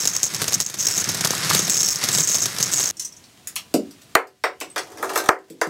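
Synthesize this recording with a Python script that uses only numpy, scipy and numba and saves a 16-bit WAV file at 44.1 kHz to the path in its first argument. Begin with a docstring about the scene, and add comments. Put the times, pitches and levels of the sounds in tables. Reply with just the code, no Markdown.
"""Toy car, then juggling.

A plastic toy car rolls over a kitchen floor with the microphone riding on it: the wheels grind and
rumble, jolt over the floor's pattern and chatter on their axles. Then an abrupt change to a small
bedroom, where someone juggles small light objects that click together and slap into hands and chest.
A limiter ducks after the hard catches."""
import sys
import numpy as np
from scipy import signal
from scipy.fft import rfft, irfft
from scipy.io import wavfile
from numba import njit

SR = 44100
rng = np.random.default_rng(int(sys.argv[2]) if len(sys.argv) > 2 else 0)


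def write(x):
    x = np.atleast_2d(x).T
    wavfile.write(sys.argv[1], SR, np.round(np.clip(x, -1, 1) * 32767).astype(np.int16))


N = 250929
T = np.arange(N) / SR
BEDROOM_START_S = 2.91

# wheel grind, rising with speed: time_s, level_db
RIDE = [(0.0, -36), (0.02, -39), (0.31, -39), (0.41, -35), (0.61, -36), (0.62, -45.5), (0.86, -37),
        (1.23, -32), (1.24, -26.5), (1.28, -33.5), (1.49, -28), (1.5, -23.5), (1.64, -29), (1.98, -35.5),
        (2.02, -27.5), (2.2, -27.5), (2.24, -31.5), (2.9, -35)]


def car():
    """The car close up, with a faint return from the cabinets; sharp clicks softly overload the mic."""
    ride_db = curve(RIDE)
    jolt_s, click_db, knock_db = jolts()
    near = rolling(ride_db, jolt_s, knock_db) + chassis_thumps()
    chatter_db, centre_hz = shimmy(ride_db)
    near += axle_chatter(chatter_db, centre_hz, jolt_s, click_db)
    decay = fade(t60_s=0.026)
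    cabinets = undb(-17) * ring(near, decay * rng.standard_normal(len(decay)))
    return 0.67 * np.tanh((near + cabinets) / 0.63)


# spectra of wheel grind, jolted shell and chassis rumble: freq_hz, gain_db
GRIND_COLOUR = [(150, -29), (300, 1), (600, -4), (1300, 3.5), (1900, 4.5), (2800, -1), (4200, 0), (5500, 4),
                (9500, -6), (11500, -9.5), (16000, -44)]
SHELL_COLOUR = [(150, 0.5), (400, 7), (1300, 1), (2800, 0.5), (4200, 8), (9500, 2.5), (14000, -0.5),
                (16000, -11.5)]
RUMBLE_COLOUR = [(25, -29.5), (55, -46), (90, -6.5), (125, -2), (165, 0), (220, -6.5), (330, -15),
                 (900, -46)]


def rolling(ride_db, jolt_s, knock_db, patchy_db=1.5, sway_db=3.0):
    """Rough patches, dirt specks and jolts shake the shell; the chassis rumbles below."""
    knocks = bursts(jolt_s, knock_db + 3.5, t60_s=0.046)
    roughness = undb(ride_db + 2.5 + patchy_db * flicker(per_s=81))
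    grind = colour(roughness * grit(per_s=9800, spread_db=6.5), GRIND_COLOUR)
    specks = undb(-4.5) * roughness * grit(per_s=230, spread_db=1.5)
    shell = colour(specks + knocks * grit(per_s=6000, spread_db=10.5), SHELL_COLOUR)
    sway = undb(ride_db - 8 + sway_db * flicker(per_s=39))
    rumble = colour(noise() * (sway + undb(-14.5) * knocks), RUMBLE_COLOUR)
    return grind + shell + rumble


# hardest wheel jolts: time_s, click_db, knock_db
HARD_JOLTS = [(0.0535, 1, -23), (0.074, 5, -23), (0.1639, 0, -44), (0.231, 6.5, -22), (0.3464, -6, -19.5),
              (0.417, -12, -15.5), (0.48, -4.5, -19.5), (0.5322, -8, -28), (0.602, 2, -24),
              (0.61, 1.5, -43), (0.663, -8.5, -41), (0.8684, 5, -35), (0.9781, -1, -21),
              (1.0416, -4.5, -40), (1.0896, -2, -20.5), (1.2088, -5, -23), (1.2523, -24.5, -17),
              (1.306, -4, -17.5), (1.5025, -21, -27.5), (1.5324, -16, -17), (1.548, -11, -5.5),
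              (1.5916, 2.5, -11.5), (1.697, 10, -21.5), (1.8045, 2, -19), (1.8308, 4, -13.5),
              (1.8867, 8.5, -22), (1.958, 2, -26), (2.0384, -0.5, -15), (2.0874, -1, -14),
              (2.148, -5, -14.5), (2.184, -4, -14), (2.206, 8, -15.5), (2.2735, 5, -45.5), (2.351, -4, -14),
              (2.4571, 1, -13.5), (2.601, -12.5, -17.5), (2.6269, 6.5, -16.5), (2.7362, 4, -23),
              (2.838, -12.5, -19)]


def jolts():
    """Hard jolts and random lesser ones click the axles and knock the shell: time_s, click_db, knock_db."""
    time_s, level_db = sprinkle(0, BEDROOM_START_S, RIDE, per_s=30, scatter_db=5.5)
    lesser = np.column_stack([time_s, level_db + 16, level_db + 4])
    return np.vstack([HARD_JOLTS, lesser]).T


# bouts of wheel shimmy: start_s, length_s, level_db, start_hz
SHIMMIES = [(-0.02, 0.085, -16.5, 5850), (0.128, 0.036, -17, 6600), (0.217, 0.081, -26, 7000),
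            (0.525, 0.034, -3.5, 6950), (0.645, 0.2, -34.5, 7300), (0.78, 0.2, -15.5, 6500),
            (0.961, 0.063, -12.5, 7200), (1.517, 0.17, -16.5, 7100), (1.687, 0.26, -8, 7420),
            (2.111, 0.16, -9.5, 8000), (2.271, 0.11, -7, 7140), (2.379, 0.078, -10.5, 6740),
            (2.596, 0.069, -19, 6600), (2.704, 0.23, -13.5, 7860)]


def shimmy(ride_db, attack_s=0.017, release_s=0.022, rest_hz=5870.0, sag_hz_per_s=10300):
    """Chatter level and ring centre: wheels shake with speed, after hard jolts and most in bouts."""
    jolt_s, click_db, _ = np.transpose(HARD_JOLTS)
    shake = bursts(jolt_s, click_db - 15, t60_s=0.18)
    power = undb(ride_db - 2.5) ** 2 + shake ** 2
    centre_hz = np.full(N, rest_hz)
    for start_s, length_s, level_db, start_hz in SHIMMIES:
        age_s = T - start_s
        gate = np.clip(np.minimum(age_s / attack_s, (length_s - age_s) / release_s), 0, 1)
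        power += (undb(level_db) * gate) ** 2
        centre_hz = np.where(gate > 0, start_hz - sag_hz_per_s * age_s, centre_hz)
    return 10 * np.log10(power), centre_hz


# resonances of a loose wheel: pitch_hz, width_hz, level_db
WHEEL_MODES = [(5540, 260, -4), (6400, 380, 0), (6950, 600, -3), (7700, 650, -4), (11800, 2600, -17),
               (14900, 1200, -17)]


def axle_chatter(chatter_db, centre_hz, jolt_s, click_db, gap_s=0.0035, scatter_db=3, reach_hz=800):
    """Loose wheels bounce on their axles; each contact is a tiny scrape that rings the plastic."""
    gap_draw, size_draw = rng.standard_normal((1500, 2)).T
    bounce_s = np.cumsum(gap_s * np.exp(0.4 * gap_draw))
    bounce_db = np.interp(bounce_s, T, chatter_db) + scatter_db * np.minimum(size_draw, 1.5) + 0.5
    bounces = bursts(bounce_s, bounce_db, t60_s=0.009)
    clicks = bursts(jolt_s, click_db - 6.5, t60_s=0.011)
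    contact = np.hypot(bounces, clicks)
    wheel = 0
    for pitch_hz, width_hz, level_db in WHEEL_MODES:
        # the contact wanders over the rim, favouring modes near centre_hz
        favour = 0.93 + np.exp(-((pitch_hz - centre_hz) / reach_hz) ** 2)
        scrape = contact * unit(band(noise(), pitch_hz - 1100, pitch_hz + 1100, order=2))
        t60_s = np.log(1000) / (np.pi * width_hz)
        wheel += undb(level_db - 16) * favour * ring(scrape, mode(pitch_hz, t60_s))
    crack = (undb(-12.5) * bounces + undb(-15.5) * clicks) * noise()
    return wheel + crack


# chassis knocks: start_s, level_db, pitch_hz
THUMPS = [(0.419, -16, 4100), (0.42, -16.5, 1630), (1.241, -14.5, 2000), (1.258, -14.5, 1280),
          (1.306, -18.5, 504), (1.335, -17.5, 1200), (1.511, -8, 1320)]


def chassis_thumps():
    """Hollow knocks as the chassis bottoms out."""
    return sum(place(start_s, undb(level_db + 1.5) * blow(pitch_hz / 1.5, pitch_hz * 1.13, order=2))
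               for start_s, level_db, pitch_hz in THUMPS)


# catches on palm and chest: start_s, slap_db, top_hz, click_db, snap_db
CATCHES = [(3.7425, -6.5, 657, -6.5, -23), (4.154, 16, 2120, -3.5, -13.5), (4.4405, 7, 2210, -4, -25),
           (4.614, -17, 1213, -8.5, -44), (4.763, -9, 1940, -13.5, -31), (4.782, -16, 2040, -9, -30),
           (5.029, -8, 1820, -26, -28.5), (5.102, -15.5, 1780, -23, -37), (5.16, -5, 2040, -11, -20),
           (5.178, -16, 1960, -10.5, -19.5), (5.2905, 13, 1920, -5.5, -18.5), (5.503, -25, 508, -25.5, -33),
           (5.616, 3.5, 1910, -7, -19.5), (5.671, -22.5, 420, -23, -39)]


def juggling(firm_low_hz=384, firm_top_hz=2000):
    """Catches slap, each with its own brightness; the objects sound and cloth rubs."""
    # random fumbling touches slap at one fixed brightness
    touch_s, rub_db = sprinkle(BEDROOM_START_S, T[-1], RUSTLE, per_s=30, scatter_db=4)
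    touches = [(start_s, db + 6, firm_top_hz, db + 8, db - 7.5) for start_s, db in zip(touch_s, rub_db)]
    contacts = np.vstack([CATCHES, touches])
    slaps = 0
    for start_s, slap_db, top_hz, _, _ in contacts:
        low_hz = firm_low_hz * (top_hz / firm_top_hz) ** 0.61
        slaps += place(start_s, undb(slap_db - 2) * blow(low_hz, top_hz, order=5))
    return slaps + object_clicks(contacts) + object_chinks() + object_pings() + cloth()


# objects touching without a catch: start_s, click_db, snap_db
CLICKS = [(3.24, -33, -58), (3.4722, -17.5, -24.5), (3.557, -39, -22.5), (3.5625, -8.5, -45),
          (3.9097, -30, -48), (4.0185, -35, -51.5), (4.2716, -27, -41), (4.6026, -18, -26)]
# click spectrum: freq_hz, gain_db
CLICK_COLOUR = [(300, -29.5), (1200, 1), (3000, 6.5), (5000, 7), (7000, 6.5), (9000, -0.5), (12000, -20),
                (16000, -33)]


def object_clicks(contacts, lead_s=0.0024):
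    """Objects click together with a treble snap, on their own or just before the palm stops them."""
    in_hand = [(start_s - lead_s, click_db, snap_db) for start_s, _, _, click_db, snap_db in contacts]
    start_s, click_db, snap_db = np.vstack([CLICKS, in_hand]).T
    clicks = colour(bursts(start_s, click_db - 7.5, t60_s=0.0086) * noise(), CLICK_COLOUR)
    snaps = bursts(start_s, snap_db, t60_s=0.019) * unit(band(noise(), 6000, 14000, order=2))
    return clicks + snaps


# chinks in the hand: start_s, level_db
CHINKS = [(2.969, -30.5), (2.9961, -13.5), (3.019, -21.5), (3.0482, -19.5), (3.123, -36), (3.166, -36)]
# chink spectrum: freq_hz, gain_db
CHINK_COLOUR = [(500, -43.5), (3000, -20), (4800, -17.5), (5600, -0.5), (6400, -1), (8000, -9.5),
                (11000, -17.5), (16000, -27)]


def object_chinks():
    """Objects chink brightly in the hand."""
    start_s, level_db = np.transpose(CHINKS)
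    return undb(-5.5) * colour(bursts(start_s, level_db, t60_s=0.025) * noise(), CHINK_COLOUR)


# ringing objects: start_s, pitch_hz, level_db, t60_s
PINGS = [(3.743, 7100, -41, .12), (4.701, 8270, -31.5, 0.02), (5.179, 1563, -30, .4)]


def object_pings(max_t60_s=1 / 3):
    """A knocked object rings on at one pitch."""
    return sum(place(start_s, undb(level_db) * mode(pitch_hz, min(t60_s, max_t60_s)))
               for start_s, pitch_hz, level_db, t60_s in PINGS)


# deep thuds: start_s, level_db
THUDS = [(3.743, -27), (5.291, -19.5)]


def low_thuds(low_hz=44, high_hz=218):
    """A deep thud sounds with two of the catches."""
    return sum(place(start_s, undb(level_db) * blow(low_hz, high_hz, order=1))
               for start_s, level_db in THUDS)


# rubbing from arm movement: time_s, level_db
RUSTLE = [(2.91, -58), (3.8, -57.5), (4.1, -58.5), (4.249, -66.5), (4.55, -76), (4.85, -40), (4.96, -41),
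          (5.019, -28.5), (5.27, -29), (5.35, -48), (5.69, -54)]
# cloth spectrum: freq_hz, gain_db
RUSTLE_COLOUR = [(150, -17), (350, 9), (900, 7.5), (1600, -5.5), (3000, -16.5), (6500, -9), (12000, -18.5),
                 (16000, -25.5)]


def cloth():
    """Sleeves and hands rub as the arms move."""
    return colour(grit(per_s=2500, spread_db=4), RUSTLE_COLOUR) * undb(curve(RUSTLE) - 11.5)


# bedroom resonances: pitch_hz, level_db, t60_s
ROOM_MODES = [(163, 6, 0.15), (284.6, -2, 0.5), (331.3, 3.5, 0.2), (385.6, -3.5, 0.3), (463.8, 0.5, 0.16),
              (737, -3.5, 0.24), (1020, -8.5, .24), (1304, -6, 0.21), (2850, -10.5, 0.38)]


def bedroom(direct, spots=8, max_t60_s=1 / 3):
    """Direct sound, standing waves and reflections that differ at each spot the juggler moves to."""
    spot = np.floor(spots * (T - BEDROOM_START_S) / (T[-1] - BEDROOM_START_S))
    reflections = sum(ring(direct * (spot == k), echo()) for k in range(spots))
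    standing = sum(undb(level_db) * mode(pitch_hz, min(t60_s, max_t60_s))
                   for pitch_hz, level_db, t60_s in ROOM_MODES)
    return direct + undb(3.5) * reflections + undb(-7.5) * ring(direct, standing)


# bedroom echo decay: freq_hz, t60_s
ROOM_DECAY = [(200, 0.34), (530, 0.19), (1400, 0.17), (3700, 0.18), (10000, 0.13)]


def echo(rise_s=0.0004, bands=9):
    """One pattern of dense reflections whose treble dies first."""
    freq_hz, t60_s = np.transpose(ROOM_DECAY)
    edges_hz = np.geomspace(100, 18000, bands + 1)
    tail = 0
    for low_hz, high_hz in zip(edges_hz, edges_hz[1:]):
        decay = fade(np.interp(np.log(low_hz * high_hz) / 2, np.log(freq_hz), t60_s))
        reflections = unit(band(rng.standard_normal(len(decay)), low_hz, high_hz))
        tail += reflections * np.sqrt(high_hz - low_hz) * decay
    return tail * np.minimum(T[:len(tail)] / rise_s, 1)


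# hiss spectrum: freq_hz, gain_db
HISS_COLOUR = [(30, -19), (90, -1.5), (250, -3.5), (450, -15.5), (900, -18.5), (3000, -15), (8000, -19),
               (16000, -29.5)]


def hiss(level_db=-52.5):
    """The bedroom's steady hiss."""
    return undb(level_db) * colour(noise(), HISS_COLOUR)


def undb(db):
    """Decibels to gain."""
    return 10 ** (np.asarray(db) / 20)


def unit(x):
    """Scale to rms 1."""
    return x / np.sqrt(np.mean(x ** 2))


def noise():
    """White noise, N samples."""
    return rng.standard_normal(N)


def grit(per_s, spread_db):
    """Random tiny impacts of unequal size."""
    chance, size = rng.random(N), noise()
    return unit((chance < per_s / SR) * np.sign(size) * undb(spread_db * np.minimum(np.abs(size), 3)))


def flicker(per_s):
    """A random wobble with rms 1."""
    knots_s = np.arange(0, T[-1] + 1, 1 / per_s)
    return unit(np.interp(T, knots_s, rng.standard_normal(4000)[:len(knots_s)]))


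def curve(table):
    """A time table's level at every sample."""
    return np.interp(T, *np.transpose(table))


def sprinkle(start_s, end_s, levels, per_s, scatter_db, count=300):
    """Unevenly spaced events scattered round a level table: time_s, level_db."""
    jitter, size = rng.random((count, 2)).T
    time_s = start_s + (np.arange(count) + jitter) / per_s
    level_db = np.interp(time_s, *np.transpose(levels)) + scatter_db * np.sqrt(3) * (2 * size - 1)
    return time_s[time_s < end_s], level_db[time_s < end_s]


def fade(t60_s, size=20000):
    """An exponential decay."""
    return np.exp(-np.log(1000) * T[:size] / t60_s)


def mode(pitch_hz, t60_s):
    """One decaying resonance."""
    decay = fade(t60_s)
    return decay * np.sin(2 * np.pi * pitch_hz * T[:len(decay)])


def bursts(start_s, level_db, t60_s):
    """An envelope that jumps at each start and dies away; overlaps add in power."""
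    index = np.clip(np.asarray(start_s) * SR, 0, N).astype(int)
    pulses = np.bincount(index, undb(level_db) ** 2, N + 1)[:N]
    power = signal.fftconvolve(pulses, fade(t60_s) ** 2)[:N]
    return np.sqrt(np.abs(power))


def blow(low_hz, high_hz, order, size=2048):
    """A band-limited push with peak 1."""
    shape = band(signal.unit_impulse(size), low_hz, high_hz, order)
    return shape / np.abs(shape).max()


def place(start_s, sound):
    """Lay a short sound on the timeline."""
    return np.concatenate([np.zeros(int(start_s * SR)), sound, np.zeros(N)])[:N]


def band(x, low_hz, high_hz, order=3):
    """Butterworth band-pass."""
    return signal.sosfilt(signal.butter(order, [low_hz, high_hz], "band", fs=SR, output="sos"), x)


def ring(x, response):
    """Pass x through an impulse response scaled to unit energy."""
    return signal.fftconvolve(x, response / np.linalg.norm(response))[:len(x)]


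def colour(x, spectrum, size=4096):
    """Causal unit-energy filter shaped like a spectrum table, built from its cepstrum."""
    freq_hz, gain_db = np.transpose(spectrum)
    bins_hz = np.maximum(np.fft.rfftfreq(size, 1 / SR), 1)
    gain = undb(np.interp(np.log(bins_hz), np.log(freq_hz), gain_db))
    cepstrum = irfft(np.log(gain))
    cepstrum[1:size // 2] *= 2
    cepstrum[size // 2 + 1:] = 0
    return ring(x, irfft(np.exp(rfft(cepstrum))))


@njit
def follow(x, attack, release):
    """Peak follower with separate rise and fall rates per sample."""
    out, peak = np.empty(len(x)), 0.
    for i in range(len(x)):
        peak += (abs(x[i]) - peak) * (attack if abs(x[i]) > peak else release)
        out[i] = peak
    return out


def scene():
    """The ride, then at once the bedroom."""
    room = bedroom(juggling()) + low_thuds() + hiss()
    return np.where(T < BEDROOM_START_S, car(), room)[None]


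def record(dry, limit_db=-12, attack_s=0.003, late_s=0.001, release_s=0.31,
           bass_hz=55, crunch_hz=260, top_hz=15800):
    """A late limiter lets a catch's first cycles clip, ducks and recovers slowly; bass and top are cut."""
    peak = follow(dry[0], 1 / (attack_s * SR), 1 / (release_s * SR))
    late_peak = np.interp(T - late_s, T, peak)
    limited = dry * np.minimum(1, undb(limit_db) / (late_peak + 1e-9))
    overload = np.clip(limited, -1, 1) - limited
    crunch = signal.sosfiltfilt(signal.butter(2, crunch_hz, "high", fs=SR, output="sos"), overload)
    out = signal.sosfilt(signal.butter(2, bass_hz, "high", fs=SR, output="sos"), limited + crunch)
    return signal.sosfilt(signal.ellip(10, 0.2, 70, top_hz, fs=SR, output="sos"), out)


dry = scene()
out = record(dry)
write(out)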